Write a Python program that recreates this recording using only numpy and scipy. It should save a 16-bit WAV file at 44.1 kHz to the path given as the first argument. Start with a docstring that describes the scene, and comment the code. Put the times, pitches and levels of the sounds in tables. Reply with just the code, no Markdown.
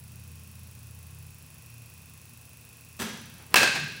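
"""A bat cracks a ball in an indoor batting cage: a short dry snap, echoes off the walls and roof,
and a hall that holds the bat's ring. Just after, the ball thuds into the netting and padding.
Half a second before the hit, a pitching machine throws the ball from between two spinning wheels.
The machine buzzes, ticks and hums throughout, over faint lamps and a steady hiss of air."""
import sys
import numpy as np
from scipy import signal
from scipy.fft import rfft, irfft
from scipy.io import wavfile

SR = 44100
rng = np.random.default_rng(int(sys.argv[2]) if len(sys.argv) > 2 else 0)


def inscribe(sig):
    """Save sig as 16-bit PCM at rate SR to the path in sys.argv[1].

    A 1-D sig is mono; a 2-D sig holds one channel per row.
    Samples are clipped to [-1, 1] before scaling.
    """
    pcm = np.round(np.clip(np.atleast_2d(sig).T, -1, 1) * 32767)
    wavfile.write(sys.argv[1], SR, pcm.astype(np.int16))


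N = 176400
T = np.arange(N) / SR
HZ = np.fft.rfftfreq(N, 1 / SR)
HIT_S, HALL_DELAY_S = 3.5424, 0.014


# Tone of the snap as bat meets ball: pitch_hz, relative_db
SNAP_TONE = [(100, -29), (1500, -1), (5000, 12.5), (9000, 2.5), (12000, 9.5), (15000, 11)]
# Tone of the ball being squashed: pitch_hz, relative_db
CRUNCH_TONE = [(60, -2), (300, -2), (650, -7), (1000, 12), (1500, 3.5), (2100, 1), (2800, 7), (5000, -2.5),
               (7500, -11), (10000, -6), (12200, -26), (15000, -15)]
# Notes that bat and ball ring at: pitch_hz, relative_db, ring_s (time to fade by 60 dB)
BAT_NOTES = [(860, -2.5, .011), (1025, -2, 0.018), (1600, -6, 0.02), (1840, -14, 0.029),
             (2740, 2.5, 0.0094), (3330, -18, 0.029), (4400, -20, 0.0052)]

def bat_crack():
    """The bat hits the ball: a bright snap, a hollow crunch and a ring that dies quickly."""
    snap = unit(colour(burst(HIT_S, decay_s=0.0001), amp(read(SNAP_TONE, HZ))))
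    crunch = unit(colour(burst(HIT_S, decay_s=0.0035), amp(read(CRUNCH_TONE, HZ))))
    notes = ring(HIT_S + 0.000808, BAT_NOTES)  # starts as the ball leaves the bat
    return amp(17.5) * snap + amp(12.5) * crunch + amp(-5.5) * notes


# Tone the hit sends into the hall: pitch_hz, relative_db
ECHO_TONE = [(40, -36), (150, -1), (300, -2), (500, -0.5), (900, 0), (1350, 0), (2100, 2.5), (3300, -1),
             (4300, -0.5), (6000, -5), (9500, -9.5), (12200, -16), (15000, -12)]
# Where the bat's barrel rings: pitch_hz, width_hz, relative_db
BARREL_PEAKS = [(1609, 64, 13.7), (1720, 110, 3.5), (2460, 140, 3.1), (2600, 102, 10.5), (4120, 93, 1.5)]
# Bounces off the walls and roof: delay_s, relative_db, decay_s
WALL_SLAPS = [(0.015, 1.5, 0.0068), (0.0196, -8, 0.0012), (0.0233, -1, 0.0021), (0.03, -4, 0.0055),
              (0.0401, -4.5, 0.0033), (0.075, -11, 0.0035), (.082, -13, .004), (.088, -2, 0.012),
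              (.131, -10, 0.0082), (0.214, -12.5, 0.022)]

def bat_echoes():
    """The crack comes back as slaps, duller the later they are, and a long tail with the bat's ring."""
    tone = evened(np.hypot(amp(read(ECHO_TONE, HZ)), bumps(BARREL_PEAKS, HZ)))
    loss_db_per_s = 4.5 * HZ / 1000  # high pitches lose the most on the way
    slaps = sum(amp(db) * unit(colour(burst(HIT_S + delay, decay), tone * amp(-loss_db_per_s * delay)))
                for delay, db, decay in WALL_SLAPS)
    tail = unit(colour(hall(HIT_S + HALL_DELAY_S), tone))
    return amp(12) * slaps + amp(18) * tail


# The ball landing in netting and padding: start_s, level_db, pitch_hz, width_hz, decay_s
BALL_BLOWS = [(3.614, 1.5, 484, 396, 0.034), (3.768, -8, 146, 44.7, 0.041), (3.805, -4, 155, 35.8, 0.14)]

def ball_thuds():
    """The ball lands with dull blows, and the net's cords give a brief zip."""
    blows = sum(amp(db) * unit(colour(burst(start, decay), bumps([(hz, width, 0)], HZ)))
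                for start, db, hz, width, decay in BALL_BLOWS)
    cords = unit(colour(burst(3.751, decay_s=0.025), bumps([(5970, 5200, 0)], HZ)))
    return blows + amp(-11) * cords


# The ball scuffing between the wheels: start_s, relative_db, decay_s
THROW_SCUFFS = [(2.992, -13, 0.0092), (2.998, -5.5, 0.016), (3.011, -9, 0.004), (3.019, -5.5, 0.01)]
# Tone of the throw: pitch_hz, relative_db
THROW_TONE = [(29, -49), (50, -22.5), (223, 0), (291, -12.5), (398, -11), (822, -12), (905, -8.5),
              (1960, -12), (3760, -13), (4140, -16), (6090, -17), (14500, -23), (16000, -27)]
# Groups of close notes in the machine's frame: pitch_hz, width_hz, level_db, ring_s
FRAME_NOTES = [(221.3, 9.6, -5, 0.5), (398, 20, -9.5, 0.34), (1070, 100, -15, 0.22),
               (1670, 110, -9.5, 0.94), (3280, 40, -16, 1), (5970, 29, -12, 1), (7970, 50, -16, 0.29)]

def machine_throw():
    """The wheels grab and throw the ball; the frame and the hall ring on."""
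    scuffs = unit(sum(amp(db) * burst(start, decay) for start, db, decay in THROW_SCUFFS))
    jolt_s = THROW_SCUFFS[1][0]
    throw = unit(colour(scuffs + hall(jolt_s + HALL_DELAY_S), amp(read(THROW_TONE, HZ))))
    frame = sum(amp(db) * cluster(jolt_s, hz, width, ring_s) for hz, width, db, ring_s in FRAME_NOTES)
    return amp(2.5) * throw + frame


def batter_swing():
    """The batter's front foot scuffs the mat, then air rushes round the swinging bat."""
    scuff = evened(colour(rng.standard_normal(N), bumps([(920, 1900, 0)], HZ)))
    rush = evened(colour(rng.standard_normal(N), 1 / (1 + HZ / 350)))
    foot = amp(-55.5) * scuff * np.exp(-((T - 3.42) / 0.066) ** 2)
    swish = amp(-44.5) * rush * np.exp(-((T - 3.537) / 0.029) ** 2)
    return foot + swish


# Where the wheel's rattle is strongest: pitch_hz, width_hz, relative_db
RATTLE_PEAKS = [(1054, 134, -1), (2584, 430, -1.5), (4480, 340, -3.5), (5630, 510, 2), (6600, 110, -0.5),
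                (7580, 1200, -4.5), (8800, 350, -2)]
# Where the wheel's housing rings: pitch_hz, width_hz, relative_db
HOUSING_PEAKS = [(2570, 117, -1.9), (2664, 73, 0.9)]
# How loud the housing whines over time: time_s, level_db
WHINE_LEVELS = [(0, -68), (.3, -66.5), (.7, -69), (1.15, -66), (1.45, -68), (1.75, -63), (2.2, -65),
                (2.9, -62.5), (3.3, -64)]

def wheel_buzz():
    """The faster wheel rattles once a turn and rubs three times, ringing the housing and the hall."""
    turns = wheel_turns(per_s=35.95 + 0.00676 * drift(rate_hz=0.88))
    rattles = evened(pulses(turns)) + 0.13 * rng.standard_normal(N)  # noise roughens the clicks
    rattles = rattles + amp(5.5) * signal.fftconvolve(rattles, hall(0))[:N]
    rubs = evened(pulses(turns * 3))
    buzz = evened(colour(rattles, bumps(RATTLE_PEAKS, HZ)))
    whine = evened(colour(rubs + 0.5 * evened(rattles), bumps(HOUSING_PEAKS, HZ)))
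    whine_db = np.interp(T, *np.transpose(WHINE_LEVELS))
    return amp(-63) * buzz + amp(whine_db) * whine


# Tone of the wheel's thin, high tick: pitch_hz, relative_db
TICK_TONE = [(500, -53), (3000, -34), (5500, -7.5), (9500, -10), (10250, 4.5), (10650, -10), (11080, 5),
             (11400, -9.5), (12000, -6.5), (13500, -8), (14400, 1.5), (14900, -0.5), (15400, 6),
             (16000, -4)]

def wheel_ticks():
    """The slower wheel ticks once a turn: the same click, rattle and short ring every time."""
    turns_per_s, first_s = 25.273, 0.0004
    click = T == 0
    rattle = amp(-2) * burst(0, decay_s=0.0014)
    ringing = amp(-0.5) * burst(0, decay_s=0.022)
    turns = wheel_turns(turns_per_s) - first_s * turns_per_s
    ticks = signal.fftconvolve(pulses(turns), click + rattle + ringing)[:N]
    return amp(-57) * evened(colour(ticks, amp(read(TICK_TONE, HZ))))


# Low notes of the motor: pitch_hz, first_level_db, settled_level_db
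MOTOR_NOTES = [(84, -47, -57), (101.5, -67, -68.5), (115.6, -50.5, -54), (129.3, -57.5, -63.5),
               (151.5, -54, -59), (164, -69, -71.5), (191, -62, -79.5), (208, -64.5, -88)]

def motor_hum():
    """The motor hums on low notes that waver and settle to a quieter level."""
    settle_span_s, waver_db, waver_hz = [0.85, 2.2], 2.6, 0.33
    hum = np.zeros(N)
    for hz, first_db, settled_db in MOTOR_NOTES:
        level_db = np.interp(T, settle_span_s, [first_db, settled_db]) + waver_db * drift(rate_hz=2.9)
        cycles = np.cumsum(hz + waver_hz * drift(rate_hz=5.3)) / SR + rng.random()
        hum += amp(level_db) * np.sin(2 * np.pi * cycles)
    return hum


# Notes in the lamps' buzz: pitch_hz, level_db
LAMP_NOTES = [(360, -80), (480, -75.5), (840, -77.5), (960, -79), (1080, -76)]

def lamp_buzz():
    """Mains power makes the lamps buzz, faint and steady."""
    return sum(amp(db) * np.sin(2 * np.pi * (hz * T + rng.random())) for hz, db in LAMP_NOTES)


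# Tone of the air in the hall: pitch_hz, relative_db
AIR_TONE = [(20, -28), (40, -3), (65, 5), (130, -1), (230, -0.5), (330, -10.5), (700, -13.5), (1080, -16.5),
            (1400, -13), (2000, -15), (2600, -14), (3700, -15.5), (5700, -18.5), (7200, -17.5),
            (8700, -13.5), (9500, -18.5), (11100, -10), (12000, -19), (13500, -24), (15500, -19)]

def air_hiss():
    """The hall's air gives a steady hiss and rumble."""
    noise = irfft(rfft(rng.standard_normal(N)) * amp(read(AIR_TONE, HZ)), N)
    return amp(-55) * evened(noise)


# How long the hall takes to fade by 60 dB: pitch_hz, ring_s
HALL_RING_TIMES = [(100, 1.53), (250, 1.13), (600, 0.71), (1100, 0.77), (1650, 0.91), (2700, 0.94),
                   (4200, 1.04), (6000, 0.88), (9000, 0.64), (15000, 0.34)]

def hall(start_s, rise_s=0.0086):
    """Many echoes blur into one tail; each pitch fades at its own speed."""
    hz, t, bands = signal.stft(rng.standard_normal(N), SR, nperseg=256)
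    fade = np.exp(-np.log(1000) * np.maximum(t - start_s, 0) / read(HALL_RING_TIMES, hz)[:, None])
    tail = signal.istft(bands * fade, SR)[1][:N]
    return unit(tail * np.clip((T - start_s) / rise_s, 0, 1))


def wheel_turns(per_s, throw_s=3.0):
    """Counts the turns of a wheel that drops about 5% in speed as it throws the ball."""
    return np.cumsum(per_s * np.where(T < throw_s, 1, 0.951)) / SR


def pulses(turns):
    """One sharp click at each whole turn."""
    at = np.interp(np.arange(np.ceil(turns[0]), turns[-1]), turns, np.arange(N))
    near = np.round(at).astype(int)[:, None] + np.arange(-8, 9)
    offset = near - at[:, None]
    clicks = np.sinc(offset) * np.cos(offset * np.pi / 18) ** 2  # lets a click fall between samples
    return np.bincount(near.ravel() % N, clicks.ravel(), N)


def ring(start_s, notes):
    """The pure, fading notes of something struck."""
    t = np.maximum(T - start_s, 0)
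    return sum(amp(db) * np.exp(-np.log(1000) * t / ring_s) * np.sin(2 * np.pi * hz * t)
               for hz, db, ring_s in notes)


def cluster(start_s, hz, width_hz, ring_s):
    """Many close notes struck together: a wobbling ring of energy 1."""
    band = irfft(rfft(rng.standard_normal(N)) * bumps([(hz, width_hz, 0)], HZ), N)
    return unit(band * fall(start_s, ring_s / np.log(1000)))


def burst(start_s, decay_s):
    """A dying burst of noise of energy 1."""
    return unit(rng.standard_normal(N) * fall(start_s, decay_s))


def fall(start_s, decay_s):
    """Jumps to 1, then fades to about a third every decay_s."""
    return (T >= start_s) * np.exp(-np.maximum(T - start_s, 0) / decay_s)


def drift(rate_hz):
    """A slow random wander of typical size 1."""
    return evened(irfft(rfft(rng.standard_normal(N)) / (1 + (HZ / rate_hz) ** 4), N))


def colour(x, gain):
    """Turns each pitch up or down by its gain, adding no sound ahead of a hit."""
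    log_gain = np.log(np.maximum(gain, 1e-5))
    mirrored = np.concatenate([log_gain, log_gain[-2:0:-1]])
    taps = np.fft.ifft(np.exp(np.conj(signal.hilbert(mirrored)))).real[:4096]
    return signal.fftconvolve(x, taps)[:N]


def bumps(peaks, hz):
    """A gain curve with a bump at each pitch where something rings."""
    return np.sqrt(sum((amp(db) / (1 + ((hz - pitch) / width) ** 2)) ** 2 for pitch, width, db in peaks))


def read(points, hz):
    """Reads between a table's rows, with octaves evenly spaced."""
    pitch, value = np.transpose(points)
    return np.interp(np.log(hz + 1), np.log(pitch + 1), value)


def amp(db):
    """Decibels to gain."""
    return 10 ** (np.asarray(db) / 20)


def evened(x):
    """Scales to an average power of 1."""
    return x / np.sqrt(np.mean(x ** 2) + 1e-20)


def unit(x):
    """Scales to a total energy of 1."""
    return x / np.sqrt(np.sum(x ** 2) + 1e-20)


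def scene():
    """All the sources add up at one microphone."""
    background = air_hiss() + motor_hum() + lamp_buzz() + wheel_buzz() + wheel_ticks()
    action = machine_throw() + batter_swing() + bat_crack() + bat_echoes() + ball_thuds()
    return (background + action)[None]


def record(dry):
    """The microphone softly squashes the loud crack, then loses the deepest bass and highest treble."""
    ceiling, low_cut_hz, high_cut_hz = 0.48, 59, 15900
    squashed = ceiling * np.tanh(dry / ceiling)
    heard = signal.sosfilt(signal.butter(2, low_cut_hz, "high", fs=SR, output="sos"), squashed)
    treble_cut = signal.firwin(511, high_cut_hz, window=("kaiser", 9), fs=SR)
    return signal.oaconvolve(heard, treble_cut[None], "same")


dry = scene()
out = record(dry)
inscribe(out)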